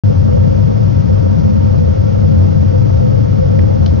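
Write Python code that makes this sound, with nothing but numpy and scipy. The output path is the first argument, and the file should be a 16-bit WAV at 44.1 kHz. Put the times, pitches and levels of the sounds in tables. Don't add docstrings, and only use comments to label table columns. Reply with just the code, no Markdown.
import sys
import numpy as np
from scipy import signal
from scipy.fft import rfft, irfft
from scipy.io import wavfile
from scipy.ndimage import uniform_filter1d, minimum_filter1d

SR = 44100
rng = np.random.default_rng(int(sys.argv[2]) if len(sys.argv) > 2 else 0)


def inscribe(sig):
    pcm = np.round(np.clip(np.atleast_2d(sig).T, -1, 1) * 32767)
    wavfile.write(sys.argv[1], SR, pcm.astype(np.int16))


N = 176400
HZ, TIME = np.fft.rfftfreq(N, 1 / SR), np.arange(N) / SR


def amp(db):
    return 10 ** (np.asarray(db) / 20)


def unit(x):
    return x / np.sqrt(np.mean(abs(x) ** 2) + 1e-20)


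def white():
    return (rng.standard_normal(len(HZ)) + 1j * rng.standard_normal(len(HZ))) * np.sqrt(N * SR) / 2


def flutter(rate_hz, depth_db):
    wander = irfft(white() * HZ / (HZ + 7) / (1 + (HZ / rate_hz) ** 4), N)
    return amp(depth_db * unit(wander))


def swell(curve, depth):
    time_s, contour_db = np.transpose(curve)
    return unit(amp(depth * np.interp(TIME, time_s, contour_db)))


def ringing(hz, width_hz):
    return unit(np.fft.ifft(white() / (1 + (2 * (HZ - hz) / width_hz) ** 2), N))


def steadied(wave, envelope, steadiness):
    compressed = wave / (abs(wave) ** 2 + 0.065) ** (steadiness / 2)
    return unit(compressed * envelope)


def place(wave, left_db, right_db, left_lead_rad):
    left = amp(left_db) * wave
    right = amp(right_db) * wave * np.exp(-1j * left_lead_rad)
    return np.sqrt(2) * np.array([left, right]).real


def resonances(table):
    return sum(place(ringing(hz, width_hz), *stereo) for hz, width_hz, *stereo in table)


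def coherent(a, b, coherence):
    return coherence * a + np.sqrt(1 - coherence ** 2) * b


def broadband(table, left_lead_rad=0, ripple_db=1.27, ripple_hz=29.5):
    hz, *columns = np.transpose(table)
    left_db, right_db, coherence = (np.interp(np.log(HZ + 1), np.log(hz + 1), c) for c in columns)
    pattern = uniform_filter1d(rng.standard_normal(len(HZ)), int(ripple_hz / HZ[1]))
    ripple = amp(ripple_db * unit(pattern))
    a, b = white() * ripple, white() * ripple
    left = amp(left_db) * a
    right = amp(right_db) * coherent(a, b, np.clip(coherence, -1, 1)) * np.exp(-1j * left_lead_rad)
    return irfft(np.array([left, right]), N)


# time_s, pitch_hz
BOOM_PITCH = [(0.05, 104.5), (0.13, 102.4), (0.189, 91.88), (0.62, 101.9), (0.76, 114.9), (1.0, 93.28),
              (1.25, 98.46), (1.549, 92.47), (1.751, 98.7), (1.891, 86.68), (2.099, 102.7), (2.18, 97.05),
              (2.5, 95.67), (2.57, 101.8), (2.629, 92.83), (2.829, 104.4), (2.88, 94.8), (3.05, 106.6),
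              (3.4, 95.24), (3.74, 105.3), (3.81, 85.98), (3.98, 84.66)]
# time_s, contour_db
BOOM_SURGES = [(0.05, -5), (0.08, 3), (0.14, -14), (0.18, -1.5), (0.28, -8.0), (0.3, -3.5), (0.34, -5.5),
               (0.42, -0.5), (0.45, -9.5), (0.51, -3.5), (0.54, -17), (0.56, -4.5), (0.64, -2.5),
               (0.66, -7), (0.88, -4.5), (0.93, -11.5), (0.97, -3), (1.03, -10), (1.06, -3.5), (1.35, -7),
               (1.43, -8.5), (1.47, 0.0), (1.49, -15.5), (1.54, -5.5), (1.56, -10.5), (1.58, -4.5),
               (1.77, -6), (1.92, -6), (1.95, -8.5), (2.01, -2), (2.03, -10.5), (2.06, -4.5), (2.12, -8),
               (2.19, -3), (2.22, -7.5), (2.25, -1), (2.29, -9.5), (2.33, -1.5), (2.35, -7.5), (2.38, -1.0),
               (2.46, -2.5), (2.48, -11.5), (2.5, -7), (2.63, -4), (2.65, -13), (2.67, 0), (2.74, -11),
               (2.76, -3.0), (2.89, -6.5), (2.99, -1.5), (3.01, -7), (3.26, -4.0), (3.29, -7.5),
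               (3.32, -2.5), (3.35, -11.5), (3.43, -3.5), (3.56, -7), (3.6, -2), (3.74, -4.5), (3.8, -9.5),
               (3.82, -4.0), (3.88, -9), (3.91, -4.5), (3.98, -8.5)]

def boom():
    time_s, pitch_hz = np.transpose(BOOM_PITCH)
    centre_hz = pitch_hz.mean()
    drift_hz = np.interp(TIME, time_s, pitch_hz) - centre_hz
    wave = ringing(centre_hz, width_hz=16.4) * np.exp(2j * np.pi * np.cumsum(drift_hz) / SR)
    wave = steadied(wave, swell(BOOM_SURGES, depth=1.37), steadiness=0.74)
    left, right = place(wave, left_db=-8, right_db=-15.5, left_lead_rad=0.73)
    tilt_db = -0.3275 * np.clip(HZ - centre_hz, -10, 40)
    return np.array([left, irfft(rfft(right) * amp(tilt_db), N)])


# pitch_hz, width_hz, left_db, right_db, left_lead_rad
CHAMBER_MODES = [(55.6, 12, -28.5, -29.5, 0.2), (126.7, 24.3, -13.5, -29.5, -1.65),
                 (150.1, 24, -14.5, -23, -2), (180.8, 45.5, -16.5, -27, -3.0),
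                 (208.1, 17, -15.5, -18.5, 3.5), (272.6, 25, -31, -31, -2.5), (300.7, 27, -30.5, -33, -2.5),
                 (940, 52, -49, -44, 2.5)]
# time_s, contour_db
FLARES = [(0.05, -37.5), (0.07, -32), (0.19, -36.5), (0.28, -34), (0.51, -34), (1.84, -33), (2.04, -36.5),
          (2.25, -31.5), (2.27, -36), (2.45, -28.5), (2.53, -36), (2.61, -33.5), (3.32, -34), (3.51, -33),
          (3.55, -36.5), (3.6, -29.5), (3.8, -34), (3.84, -29.5), (3.86, -36), (3.98, -29.5)]

def chamber():
    return resonances(CHAMBER_MODES) * swell(FLARES, depth=0.2)


# time_s, contour_db
MOUTH_SWELLS = [(0.05, -22.5), (0.11, -13.5), (0.17, -26.5), (0.34, -12.5), (0.52, -16.5), (0.77, -17.0),
                (0.89, -22.5), (1.06, -21), (1.1, -11), (1.16, -19), (1.28, -16), (1.39, -22.5),
                (1.45, -14.5), (1.58, -23), (1.66, -16.5), (1.98, -18.5), (2.14, -15), (2.26, -16.5),
                (2.47, -18.5), (2.59, -21.5), (2.76, -15), (2.92, -23), (3.0, -14), (3.36, -20.5),
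                (3.43, -11.5), (3.98, -20.5)]

def mouth():
    wave = steadied(ringing(hz=519, width_hz=50), swell(MOUTH_SWELLS, depth=0.8), steadiness=0.55)
    return place(wave, left_db=-22.5, right_db=-21.5, left_lead_rad=3)


# frequency_hz, left_db, right_db, coherence
ROAR_SPECTRUM = [(100, -81, -80.5, 0.77), (250, -54, -57.5, 1), (350, -54, -55, 0.89), (432, -48, -49, 1),
                 (638, -53, -53.5, 1), (767, -61, -62, .96), (824, -59, -60.5, 0.82), (944, -62.5, -63, 1),
                 (1050, -68.5, -67, 0.99), (1176, -65, -67.5, 0.91), (1390, -72.5, -82, 0.12),
                 (1780, -84, -90.5, 0.66), (2640, -95, -93, 0.39), (5000, -120, -120, 1)]
# frequency_hz, left_db, right_db, coherence
GUST_SPECTRUM = [(130, -77.5, -77.5, 0.75), (253, -62.5, -63.5, .9), (330, -61, -60.5, 1),
                 (455, -70, -70, .9), (610, -71.5, -72, .9), (1240, -82, -83, 0.96),
                 (3500, -120, -120, 0.25)]

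def roar():
    burning = broadband(ROAR_SPECTRUM, left_lead_rad=3.068) * swell(FLARES, depth=0.25)
    gusts = broadband(GUST_SPECTRUM) * swell(FLARES, depth=2)
    return (burning + gusts) * flutter(rate_hz=34, depth_db=1.9)


def flame(mic_low_cut_hz=26):
    body = (chamber() + mouth()) * flutter(rate_hz=73, depth_db=1.0)
    pressure = body + roar() + boom()
    return irfft(rfft(pressure) / (1 + (mic_low_cut_hz / (HZ + 1)) ** 4), N)


# frequency_hz, left_db, right_db, coherence
DRAUGHT_SPECTRUM = [(5, -68.5, -79, .8), (18, -61, -63, .9), (40, -59.5, -62, 0.68),
                    (90, -66.5, -60.5, 0.55), (300, -82.5, -76, .5), (900, -120, -120, 0.19)]

def draught():
    return broadband(DRAUGHT_SPECTRUM)


# pitch_hz, width_hz, left_db, right_db, left_lead_rad
WHINE_TONES = [(1128, 19, -55.5, -57, 0.84), (1360, 13, -54.5, -53, 1), (4050, 8, -75, -70, .4),
               (5870, 25, -72, -73.5, .4)]
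# time_s, contour_db
FAN_SWELLS = [(.05, 1), (.35, 1.5), (1.0, 1), (1.35, 1), (1.7, -4), (2.3, -2.5), (2.9, -11), (3.98, -3)]
# frequency_hz, left_db, right_db, coherence
JET_SPECTRUM = [(500, -77.5, -86, 0.23), (1410, -75.5, -77.5, .2), (2120, -78.5, -82, 0.76),
                (2330, -80, -83.5, 0.42), (3185, -83, -82, 0.21), (4000, -87, -85, 0.29),
                (4900, -82, -82, .55), (6110, -86, -87, .75), (6460, -93.5, -93, 0.56),
                (7190, -103, -103, 0.87), (8200, -119, -119, 0.53), (10900, -140, -140, .5)]

def blower():
    whine = resonances(WHINE_TONES)
    wave = steadied(ringing(hz=946.5, width_hz=15.5), swell(FAN_SWELLS, depth=0.99), steadiness=0.063)
    fan = place(wave, left_db=-52, right_db=-50, left_lead_rad=1.5)
    hiss = broadband(JET_SPECTRUM, left_lead_rad=0.62) * flutter(rate_hz=36, depth_db=0.38)
    return whine + fan + hiss


# start_s, level_db, low_hz, high_hz, t60_s
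SPATTER = [(3.5904, -22, 1300, 2750, 0.018), (3.59, -35, 2970, 5970, 0.011),
           (3.862, -18, 1500, 6560, 0.009), (3.8606, -21.5, 3450, 4400, 0.014),
           (3.867, -32, 3300, 5000, 0.012), (3.878, -31.5, 3200, 5100, 0.012)]

def tick(start_s, level_db, low_hz, high_hz, t60_s, rise_s=0.0016, tail_db=-29.5, tail_t60_s=0.3):
    band = 1 / (1 + (low_hz / (HZ + 1)) ** 8) / (1 + (HZ / high_hz) ** 6) / (1 + (HZ / 6500) ** 13)
    a, b, *diffuse = (unit(irfft(white() * band, N)) for _ in range(4))
    age_s = np.maximum(TIME - start_s, 0)
    snap = np.array([a, coherent(a, b, coherence=0.62)]) * amp(-60 * age_s / t60_s)
    tail = np.array(diffuse) * amp(tail_db - 60 * age_s / tail_t60_s)
    return amp(level_db) * np.minimum(age_s / rise_s, 1) * (snap + tail)


def scene():
    return flame() + draught() + blower() + sum(tick(*row) for row in SPATTER)


def limit(x, ceiling, hold_s=0.009):
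    size = int(hold_s * SR)
    gain = minimum_filter1d(np.minimum(1, ceiling / (abs(x) + 1e-9)), size)
    return x * uniform_filter1d(uniform_filter1d(gain, size // 2), size // 2)


def record(dry, split_hz=242, image_hz=12000, image_db=-66, edge_hz=12300):
    bass = irfft(rfft(dry) / (1 + (HZ / split_hz) ** 8), N)
    held = limit(dry - bass + limit(bass, ceiling=0.94), ceiling=0.92)
    imaged = held * (1 + amp(image_db) * np.cos(2 * np.pi * image_hz * TIME))
    gate = np.clip(np.minimum(TIME - 0.036, TIME[-1] - TIME) / 0.001, 0, 1)
    low_pass = signal.firwin(511, edge_hz, window=("kaiser", 9), fs=SR)
    return signal.oaconvolve(imaged * gate, low_pass[None], "same")


dry = scene()
out = record(dry)
inscribe(out)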